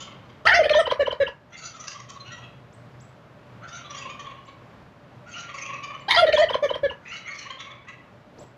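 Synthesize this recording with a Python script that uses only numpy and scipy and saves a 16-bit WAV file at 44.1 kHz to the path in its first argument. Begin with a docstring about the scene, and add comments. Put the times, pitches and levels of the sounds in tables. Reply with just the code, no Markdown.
"""Outdoor turkey run: a tom close by gobbles twice, and others gobble and yelp by the far shed.
Near gobbles open with shrieks, then follow one pattern of hoots near 600 Hz and yodels breaking down
from a squeal. Each voice is a buzzing, fluttering membrane coloured by throat resonance and rasp.
Whistled peeps, a chip and a soft noise rustle sound over a rumble, drone and hum of filtered noise."""
import sys
import numpy as np
from scipy import signal
from scipy.fft import rfft, irfft, next_fast_len
from scipy.io import wavfile
from scipy.ndimage import uniform_filter1d, minimum_filter1d, map_coordinates

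SR = 44100
rng = np.random.default_rng(int(sys.argv[2]) if len(sys.argv) > 2 else 0)


def file_out(sig):
    """Save sig as 16-bit WAV at sys.argv[1]."""
    # one column per channel
    cols = np.atleast_2d(sig).T
    # limit, then scale
    lim = np.clip(cols, -1, 1)
    pcm = np.round(lim * 32767).astype(np.int16)
    wavfile.write(sys.argv[1], SR, pcm)


N = 377937
CUTOFF_HZ = 14200  # upper band limit of voices and output


def amp(db):
    """Converts dB to an amplitude factor."""
    return 10 ** (np.asarray(db) / 20)


def evened(x):
    """Scales to rms 1."""
    return x / np.sqrt(np.mean(x ** 2) + 1e-20)


def read(points, hz):
    """Interpolates (Hz, value) points on a log-frequency axis."""
    point_hz, value = np.transpose(points)
    return np.interp(np.log(hz + 1), np.log(point_hz), value)


def level_curve(points):
    """Interpolates (s, dB) points over the scene, as an amplitude factor."""
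    t = np.arange(N) / SR
    return amp(np.interp(t, *np.transpose(points)))


def add(mix, start_s, sound):
    """Mixes a sound in at start_s, trimming whatever falls outside the mix."""
    start = round(start_s * SR)
    sound = sound[max(-start, 0):]
    part = mix[max(start, 0):][:len(sound)]
    part += sound[:len(part)]


def colour(x, points, peak_hz=0, width_hz=0):
    """Filters by a (Hz, dB) spectrum and, if given, one resonance; rms 1."""
    size = next_fast_len(2 * len(x))
    hz = np.fft.rfftfreq(size, 1 / SR)
    gain = amp(read(points, hz))
    if width_hz:
        gain = gain / (1 + 2j * (hz - peak_hz) / width_hz)
    filtered = irfft(rfft(x, size) * gain, size)
    return evened(filtered[:len(x)])


def wander(count, rate_hz):
    """Smooth random motion of rms about 1."""
    at = np.arange(count) * abs(rate_hz) / SR
    return map_coordinates(rng.standard_normal(size=1024), [at], order=3, mode="wrap")


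def swell(u, edge):
    """Rises and falls over the share edge of a note; u runs from 0 to 1."""
    return np.sin(np.pi / 2 * np.clip(np.minimum(u, 1 - u) / edge, 0, 1))


def reverb(x, decay, delay_s):
    """Sparse reflections of random sign, each band dying at its own speed; energy 1."""
    taps = rng.choice([-1., 1.], SR) * (rng.random(SR) < 1 / 20)
    hz, t, spectrum = signal.stft(taps, SR)
    t60_s = read(decay, hz)[:, None]
    tail = signal.istft(spectrum * np.exp(-np.log(1000) * t / t60_s), SR)[1]
    tail = np.r_[np.zeros(round(abs(delay_s) * SR)), tail]
    return signal.oaconvolve(x, tail / np.linalg.norm(tail))[:N]


# outdoor rumble spectrum: (freq_hz, density_db_per_hz), relative
AIR = [(15, -51.5), (25, -25.5), (129, -4.5), (372, -14.5), (569, -15), (940, -16.5), (1130, -16.5),
       (2640, -28), (4140, -35), (7420, -46.5), (8240, -53.5), (14000, -55.5)]
# gain of the whole background: (time_s, gain_db)
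AIR_LEVEL = [(0, -46), (.44, -47.5), (.55, -48), (1.4, -53), (2.0, -50.5), (3.7, -48.5), (4.6, -49.5),
             (6.05, -48.5), (6.2, -47), (7.3, -52), (8.57, -50)]
# gain of the drone within the background: (time_s, gain_db)
DRONE_LEVEL = [(0, -16), (1.5, -10.5), (2.2, 0), (3.0, -3), (4.4, -8.5), (5.5, -5.5), (7.0, -10.5),
               (8.57, -10)]
HUM_HZ, HUM_DB = 591, -11.5  # HUM_DB within the background


def outdoors():
    """Broad noise with a drifting level, plus two noise resonances: a hoarse drone and a faint hum."""
    air = colour(rng.standard_normal(N), AIR) * amp(.9 * wander(N, rate_hz=7))
    drone_shape = [(60, -25.0), (125, -6.5), (300, -7.5)]
    drone = colour(rng.standard_normal(N), drone_shape, peak_hz=122.4, width_hz=15)
    hum_shape = [(350, -14.5), (585, -1), (900, -17.5)]
    hum = colour(rng.standard_normal(N), hum_shape, HUM_HZ, width_hz=26)
    background = amp(-0.9) * air + level_curve(DRONE_LEVEL) * drone + amp(HUM_DB) * hum
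    return level_curve(AIR_LEVEL) * background


BREATH_FLOOR = 0.06  # share of air noise even in a clean note


def syrinx(pitch_hz, rough, jitter, breath, even_db=0):
    """Vibrating membrane: phase, harmonic buzz with an air puff each cycle, and uneven flutter."""
    rough = np.clip(rough, 0, 1)
    pitch_hz = pitch_hz * (1 + jitter * rough * wander(len(pitch_hz), rate_hz=508.3))
    phase = 2 * np.pi * (np.cumsum(pitch_hz) / SR + rng.random())
    k = np.arange(2, CUTOFF_HZ // pitch_hz.mean() + 1)[:, None]
    # each note has its own harmonic mix
    lag, size = rng.standard_normal((2, 64, 1))[:, :len(k)]
    harmonic_gain = amp(8.0 * size + even_db * (k % 2 == 0))
    pulses = evened((harmonic_gain * np.cos(k * phase + lag)).sum(0))
    puffs = evened((1 + np.cos(phase)) * rng.standard_normal(size=8192)[:len(pitch_hz)])
    share = np.clip(BREATH_FLOOR + breath * rough ** 2, 0, .5)
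    # a slack membrane beats unevenly
    flutter = amp(4.5 * rough * wander(len(pitch_hz), rate_hz=300))
    return phase, flutter * ((1 - share) * pulses + share * puffs), flutter


def far_voice(u, pitch_hz, spread):
    """One hoarse bird of the flock, a little off the common pitch, on an arch of its own."""
    offset, slope = rng.standard_normal(2)
    arch = 0.0885 * slope * (u - .5) - 0.292 * (u - .5) ** 2
    pitch_hz = pitch_hz * (1 + spread * offset + arch)
    return syrinx(pitch_hz, rough=.55, jitter=.04, breath=.7)


# far throat band, relative: (freq_hz, gain_db)
FAR_THROAT = [(1300, -10), (1900, 13), (2900, 6), (4400, -1.5), (5400, -51)]
# far rasp spectrum, relative: (freq_hz, gain_db)
FAR_RASP = [(3400, -18), (4500, -7), (5300, -14.5), (5900, -2.5), (6650, -5), (7100, -14.5), (7560, -34.5),
            (8400, -34), (9000, -42), (13000, -61)]
FAR_THROAT_WIDTH_HZ = 910
FAR_SYLLABLE_S = 0.044  # length at 600 Hz


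def far_syllable(peak_s, pitch_hz, throat_hz, tone_db, throat_db, rasp_db):
    """Three birds overlap: a hoot whose fundamental the ground reflection cancels, a squeal, a thin rasp."""
    # high notes are drawn out, low ones clipped
    length_s = min(FAR_SYLLABLE_S * (pitch_hz / 600) ** 3, .1)
    u = np.linspace(0, 1, round(length_s * SR))
    phase, _, flutter = far_voice(u, pitch_hz, spread=.012)
    tone = amp(tone_db) * evened(flutter * (np.sin(2 * phase) + 0.18 * np.sin(phase)))
    _, squeal, _ = far_voice(u, 2 * pitch_hz, spread=0.095)
    _, buzz, _ = far_voice(u, pitch_hz, spread=0.055)
    throat = amp(throat_db) * colour(squeal + 3.0 * buzz, FAR_THROAT, throat_hz, FAR_THROAT_WIDTH_HZ)
    rasp = amp(rasp_db) * colour(buzz, FAR_RASP)
    window = np.sin(np.pi * u).clip(0)
    return peak_s - length_s / 2, window ** 1.13 * (tone + throat) + window ** 3.2 * rasp


FAR_OPEN_HZ, FAR_RATTLE_HZ, FAR_SAG_AT_S, FAR_SAG_S = 678, 548.3, 0.32, 0.06


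def far_pitch(s):
    """Nominal pitch in Hz, sagging from the drawn-out opening notes to the rattle."""
    return FAR_RATTLE_HZ + (FAR_OPEN_HZ - FAR_RATTLE_HZ) / (1 + np.exp((s - FAR_SAG_AT_S) / FAR_SAG_S))


# far gobbles; dB columns offset the syllable levels:
# (start_s, throat_hz, second_harmonic_db, throat_db, rasp_db, fade_db_per_s)
FAR_GOBBLES = [(-0.593, 3100, -7.5, -0.5, 2, -10.5), (1.492, 3300, -8, -9.5, 2, -2),
               (3.595, 2980, -2.5, -1, -1.5, -2.5), (5.234, 2520, -1, 1.5, -0.5, 0),
               (7.0, 2100, -11, -4.5, -5.5, 3.5)]
# rattle shared by them: (peak_after_start_s, second_harmonic_db, throat_db, rasp_db), before offsets
FAR_SYLLABLES = [(0.05, -46, -56.5, -60), (0.096, -50, -51, -45), (0.145, -35.5, -46, -45),
                 (0.17, -61, -66, -40), (0.208, -45.5, -48.5, -74), (0.267, -39, -42, -53.5),
                 (0.317, -35, -44, -40.5), (0.357, -36.5, -38.5, -44.5), (0.392, -43, -40, -34),
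                 (0.43, -43, -38.5, -44), (0.468, -30, -39, -57), (0.51, -36, -38.5, -47),
                 (0.608, -33.5, -40, -43.5), (0.677, -31.5, -42, -58), (0.717, -41.5, -42.5, -56),
                 (0.787, -47.5, -52.5, -68.5), (0.895, -39.5, -44.5, -56.5)]
# single yelps, levels before the mix:
# (peak_s, pitch_hz, throat_hz, second_harmonic_db, throat_db, rasp_db)
FAR_YELPS = [(0.022, 682, 3220, -45.5, -42.5, -40), (1.549, 678, 2030, -56, -43, -73),
             (1.662, 686, 2000, -46, -55, -38.5), (2.278, 725, 3080, -51, -44.5, -57),
             (2.331, 670.5, 3380, -45.5, -41.5, -46.5), (2.441, 641, 3240, -53, -46, -62),
             (3.645, 680, 1750, -42, -47, -77), (5.355, 595, 2758, -56, -36, -62),
             (7.074, 617, 2160, -58, -38.5, -61), (7.132, 702, 2070, -44.5, -33.5, -48),
             (7.285, 651, 1950, -48, -32.5, -47), (7.509, 531, 3180, -40, -39, -55),
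             (7.606, 646, 3150, -49, -39.5, -50), (7.894, 649, 2200, -50, -42, -55.5)]
# reverberation of the yard: (freq_hz, t60_s)
YARD_DECAY = [(1200, 0.6), (3000, 0.54), (7000, 0.24), (12000, 0.54)]
FAR_SCATTER = 0.04  # rms pitch miss of a syllable, as a share


def far_turkeys(echo_db=-4, follow_db=-11):
    """Gobbles by the shed: other birds join in out of step, and fence and trees blur them all."""
    voice = np.zeros(N)
    for start_s, throat_hz, *gobble_db, fade_db_per_s in FAR_GOBBLES:
        for s, *syllable_db in FAR_SYLLABLES:
            pitch_hz = far_pitch(s) * (1 + FAR_SCATTER * rng.standard_normal())
            levels_db = np.add(gobble_db, syllable_db) + fade_db_per_s * s
            add(voice, *far_syllable(start_s + s, pitch_hz, throat_hz, *levels_db))
            lag, detune = rng.uniform(-1.2, 1, 2)
            follow_hz = pitch_hz * (1.04 + .14 * detune)
            at_s, follower = far_syllable(start_s + s + .04 * lag, follow_hz, throat_hz, *levels_db)
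            add(voice, at_s, amp(follow_db) * follower)
    for row in FAR_YELPS:
        add(voice, *far_syllable(*row))
    return amp(-1.5) * voice + amp(echo_db) * reverb(voice, YARD_DECAY, delay_s=0.014)


# near rasp spectrum, relative, before the tilt: (freq_hz, gain_db)
NEAR_RASP = [(2100, -35.5), (2700, -9.5), (3100, 6.5), (3400, -4.5), (3800, -5.5), (4200, -8.5),
             (5000, -12.5), (6450, -25), (7500, -39.5), (9600, -35), (14000, -59.5)]


def near_rasp(buzz, db):
    """The rasp at the beak: below -26 dB, the softer it is, the less top it has."""
    hz, shape_db = np.transpose(NEAR_RASP)
    tilt_db_per_octave = 0.077 * (min(db, -26) + 32.0)
    tilt_db = tilt_db_per_octave * np.log2(np.maximum(hz / 5000, 1))
    return amp(db) * colour(buzz, np.c_[hz, shape_db + tilt_db])


# near throat band, relative: (freq_hz, gain_db)
NEAR_THROAT = [(600, -38), (950, 3), (1300, 8.5), (2300, 3.5), (3000, -9), (4500, -63)]
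SHRIEK_SCOOP, HOOT_SCOOP = 0.1676, 0.07  # share of its pitch by which a note starts flat


def near_syllable(s, length_s, pitch_hz, end_hz, rough, hoot_db, throat_hz, throat_db, rasp_db,
                  even_db=0, scoop=HOOT_SCOOP):
    """A round hoot on a bending pitch; at its height the overtones ring the throat and rasp at the beak."""
    u = np.linspace(0, 1, round(length_s * SR))
    bend_hz = (end_hz - pitch_hz) * (2 * u - 1) * u
    glide_hz = pitch_hz * (1 - scoop * (1 - u) ** 4) + bend_hz
    phase, buzz, flutter = syrinx(glide_hz, rough, jitter=0.086, breath=0.21, even_db=even_db)
    hoot = amp(hoot_db) * evened(np.sin(phase) * flutter)
    throat = amp(throat_db) * colour(buzz, NEAR_THROAT, throat_hz, width_hz=240)
    rasp = near_rasp(buzz, rasp_db)
    return s, swell(u, edge=0.2) * hoot + swell(u, edge=0.54) * (throat + rasp)


# the throat rings near the second harmonic in a shriek and near the third in a hoot
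SHRIEK_THROAT_RATIO, HOOT_THROAT_RATIO = 2.17, 3.38
SHRIEK_FUNDAMENTAL_DB = -28


def shriek(s, length_s, pitch_hz, end_hz, rough, throat_db, rasp_db):
    """A harsh opening note that scoops up: a weak fundamental under a ringing octave."""
    return near_syllable(s, length_s, pitch_hz, end_hz, rough, SHRIEK_FUNDAMENTAL_DB,
                         SHRIEK_THROAT_RATIO * pitch_hz, throat_db, rasp_db, scoop=SHRIEK_SCOOP)


YODEL_SCATTER = 0.025  # rms pitch miss of a yodel, as a share


def yodel(s, length_s, squeal_hz, squeal_db, yelp_db, hoot_db):
    """The voice jumps down through three registers: a squeal heard by its octave, a yelp, a hoot."""
    u = np.linspace(0, 1, round(length_s * SR))
    squealing, hooting = u < .44, u > .68
    register_hz = np.where(squealing, squeal_hz, np.where(hooting, 570, 1020))
    pitch_hz = register_hz * (1.025 - 0.0796 * u) * (1 + YODEL_SCATTER * rng.standard_normal())
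    phase, buzz, _ = syrinx(pitch_hz, rough=0.64, jitter=0.045, breath=1.0)
    high = uniform_filter1d(1.0 * squealing, size=48)  # the break takes about a millisecond
    squeal = amp(squeal_db) * np.exp(-((u - .3) / 0.14) ** 2) * high
    squeal *= np.sin(2 * phase) + 0.19 * np.sin(phase)
    yelp = amp(yelp_db) * np.exp(-((u - .56) / 0.13) ** 2) * (1 - high)
    hoot = amp(hoot_db) * np.exp(-((u - .8) / 0.092) ** 2)
    # rasp around the register breaks
    crack_db = yelp_db - 7.5
    crack = near_rasp(buzz, crack_db) + amp(crack_db) * colour(buzz, NEAR_THROAT)
    crack *= np.exp(-((u - .58) / 0.21) ** 2)
    return s, swell(u, edge=0.08) * (2 * (squeal + (yelp + hoot) * np.sin(phase)) + crack)


# hoots of every gobble, before its pitch ratio and level:
# (after_start_s, length_s, pitch_hz, end_pitch_hz, roughness_0_1, hoot_db, overtones_db)
HOOTS = [(0.085, 0.073, 700, 701, 0.1, -20, -30), (0.138, 0.038, 637, 494, 0.05, -15, -34.5),
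         (0.178, 0.034, 625, 663, 0.56, -27, -28.5), (0.201, 0.02, 582, 590, 0.35, -17.5, -31.5),
         (0.241, 0.014, 711, 685, 0.77, -37, -23.5), (0.251, 0.025, 612, 545, 0.05, -15, -27.5),
         (0.298, 0.043, 610, 635, 0.12, -15, -25.5), (0.334, 0.035, 660.2, 530, 0.12, -17, -25),
         (0.542, 0.042, 580, 493, 0.2, -16.5, -28.5), (0.749, 0.039, 567.7, 491, 0, -16, -27)]
# yodels between them, before the same: (after_start_s, squeal_hz, squeal_db, yelp_db, hoot_db)
YODELS = [(0.276, 1690, -24.5, -24, -40.5), (0.399, 1520, -30, -27, -23.5),
          (0.444, 1550, -29.5, -23.5, -18), (0.602, 1470, -31.5, -28.5, -19.5),
          (0.65, 1540, -30.5, -32, -26), (0.809, 1492, -32, -34.5, -35.5)]
YODEL_S = 0.038
# rasp against the overtones; it softens as the tom runs out of air
HOOT_RASP_DB, RASP_FADE_DB_PER_S = -1, -11
EVEN_FADE_DB_PER_S = -7  # the hoots grow hollow: their even harmonics fade


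def near_gobble(pitch_ratio):
    """The hoots and yodels of one gobble, each as (s after its start, sound)."""
    for s, length_s, pitch_hz, end_hz, rough, hoot_db, overtones_db in HOOTS:
        rasp_db = overtones_db + HOOT_RASP_DB + RASP_FADE_DB_PER_S * s
        yield near_syllable(s, length_s, pitch_ratio * pitch_hz, pitch_ratio * end_hz, rough, hoot_db,
                            HOOT_THROAT_RATIO * pitch_hz, overtones_db, rasp_db, EVEN_FADE_DB_PER_S * s)
    for s, squeal_hz, *levels_db in YODELS:
        yield yodel(s, YODEL_S, pitch_ratio * squeal_hz, *levels_db)


# opening shrieks, levels before the mix:
# (start_s, length_s, pitch_hz, end_pitch_hz, roughness_0_1, throat_db, rasp_db)
SHRIEKS = [(0.452, 0.025, 677, 738, 0.7, -17, -28), (0.467, 0.016, 954, 1025, 0.37, -11.5, -22.5),
           (0.473, 0.042, 900, 852, 0.8, -19.5, -27), (0.51, 0.034, 746.5, 800, 0.15, -16, -29),
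           (0.535, 0.036, 688.4, 753, 0.15, -15.5, -24.5), (6.081, 0.021, 871, 1101, 0.35, -29.5, -29.5),
           (6.096, 0.038, 984, 925, 0.8, -21.5, -20), (6.132, 0.05, 953, 1007, 0.97, -23.5, -27),
           (6.163, 0.05, 690, 672, 0.3, -21.5, -18)]
# near gobbles: (start_s, gain_db, fade_db_per_s, pitch_ratio)
NEAR_GOBBLES = [(0.451, -1.5, 0.5, 1.0), (6.082, -0.07, -4, 1.01)]
# reverberation of the run: (freq_hz, t60_s)
RUN_DECAY = [(500, 0.19), (1500, 0.32), (3200, 0.14), (9000, 0.2)]
# colour of one distinct reflection in the run, relative: (freq_hz, gain_db)
SLAP = [(400, -18), (700, -12), (1000, -4.5), (1400, -11), (1800, 4), (2400, -19.5), (3200, -6),
        (6000, -2.5)]
SLAP_S, SLAP_DB = 0.023, -14  # delay; level re voice rms


def near_tom():
    """Two gobbles under the canopy, each syllable with a faint low thud."""
    voice = np.zeros(N)
    for row in SHRIEKS:
        add(voice, *shriek(*row))
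    for start_s, gain_db, fade_db_per_s, pitch_ratio in NEAR_GOBBLES:
        for s, sound in near_gobble(pitch_ratio):
            add(voice, start_s + s, amp(gain_db + fade_db_per_s * s) * sound)
    effort = np.sqrt(abs(uniform_filter1d(voice ** 2, size=600)))
    thud_shape = [(30, -47.5), (75, 9.0), (140, -10.0), (450, -2), (1200, -47.5)]
    thud = colour(rng.standard_normal(N), thud_shape)
    # the overtones are beamed away from the listener, so more of them arrive as echoes
    lowpass = signal.butter(2, 850, fs=SR, output="sos")
    beamed = voice - 0.56 * signal.sosfiltfilt(lowpass, voice)
    echoes = amp(-4.0) * reverb(beamed, RUN_DECAY, delay_s=.003)
    echoes += amp(-41.5) * reverb(voice, YARD_DECAY, delay_s=0.0063)
    add(echoes, SLAP_S, amp(SLAP_DB) * voice.std() * colour(voice, SLAP))
    return amp(1.5) * voice + echoes + amp(-36) * effort ** 0.36 * thud


# peeps, levels before the mix: (start_s, level_db)
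PEEPS = [(2.724, -68), (2.999, -63), (4.448, -71), (5.991, -68), (8.383, -60.5)]
CHIP_S, CHIP_HZ, CHIP_DB = 2.197, 4106, -49  # one lower call, level before the mix


def small_bird(length_s=0.031, top_hz=7750):
    """Thin sine whistles that sweep up and round over, and one steady chip, with a tail from the trees."""
    song = np.zeros(N)
    u = np.linspace(0, 1, round(length_s * SR))
    for start_s, level_db in PEEPS:
        pitch_hz = top_hz * (1 + 0.033 * rng.standard_normal() - 1.0 * (u - .72) ** 2)
        whistle = np.sin(2 * np.pi * np.cumsum(pitch_hz) / SR)
        add(song, start_s, amp(level_db) * evened(swell(u, edge=0.13) * whistle))
    chip = np.sin(2 * np.pi * CHIP_HZ * length_s * u)
    add(song, CHIP_S, amp(CHIP_DB) * evened(swell(u, edge=0.69) * chip))
    return amp(3.5) * song + amp(0.5) * reverb(song, YARD_DECAY, delay_s=0.017)


# rustle spectrum, relative: (freq_hz, gain_db)
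RUSTLE = [(100, -9), (300, 1), (600, 2), (1400, -20), (4000, -24), (9000, -43)]
RUSTLE_S, RUSTLE_LENGTH_S, RUSTLE_DB = 8.32, 0.17, -49.5


def rustle():
    """A short, dull scuffle: low noise of uneven level."""
    out = np.zeros(N)
    u = np.linspace(0, 1, round(RUSTLE_LENGTH_S * SR))
    grain = colour(rng.standard_normal(len(u)), RUSTLE) * amp(4.1 * wander(len(u), rate_hz=59))
    add(out, RUSTLE_S, amp(RUSTLE_DB) * swell(u, edge=0.58) * grain)
    return out


def scene():
    """Sums all sources into one channel."""
    return (outdoors() + far_turkeys() + near_tom() + small_bird() + rustle())[None]


def record(dry, ceiling=0.79):
    """A fast limiter holds down the loudest syllables; then the band limit."""
    gain = minimum_filter1d(np.minimum(1, ceiling / (abs(dry) + 1e-9)), size=256)
    limited = dry * uniform_filter1d(gain, size=256)
    lowpass = signal.firwin(511, CUTOFF_HZ, window=("kaiser", 9), fs=SR)
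    return signal.oaconvolve(limited, lowpass[None], "same")


dry = scene()
out = record(dry)
file_out(out)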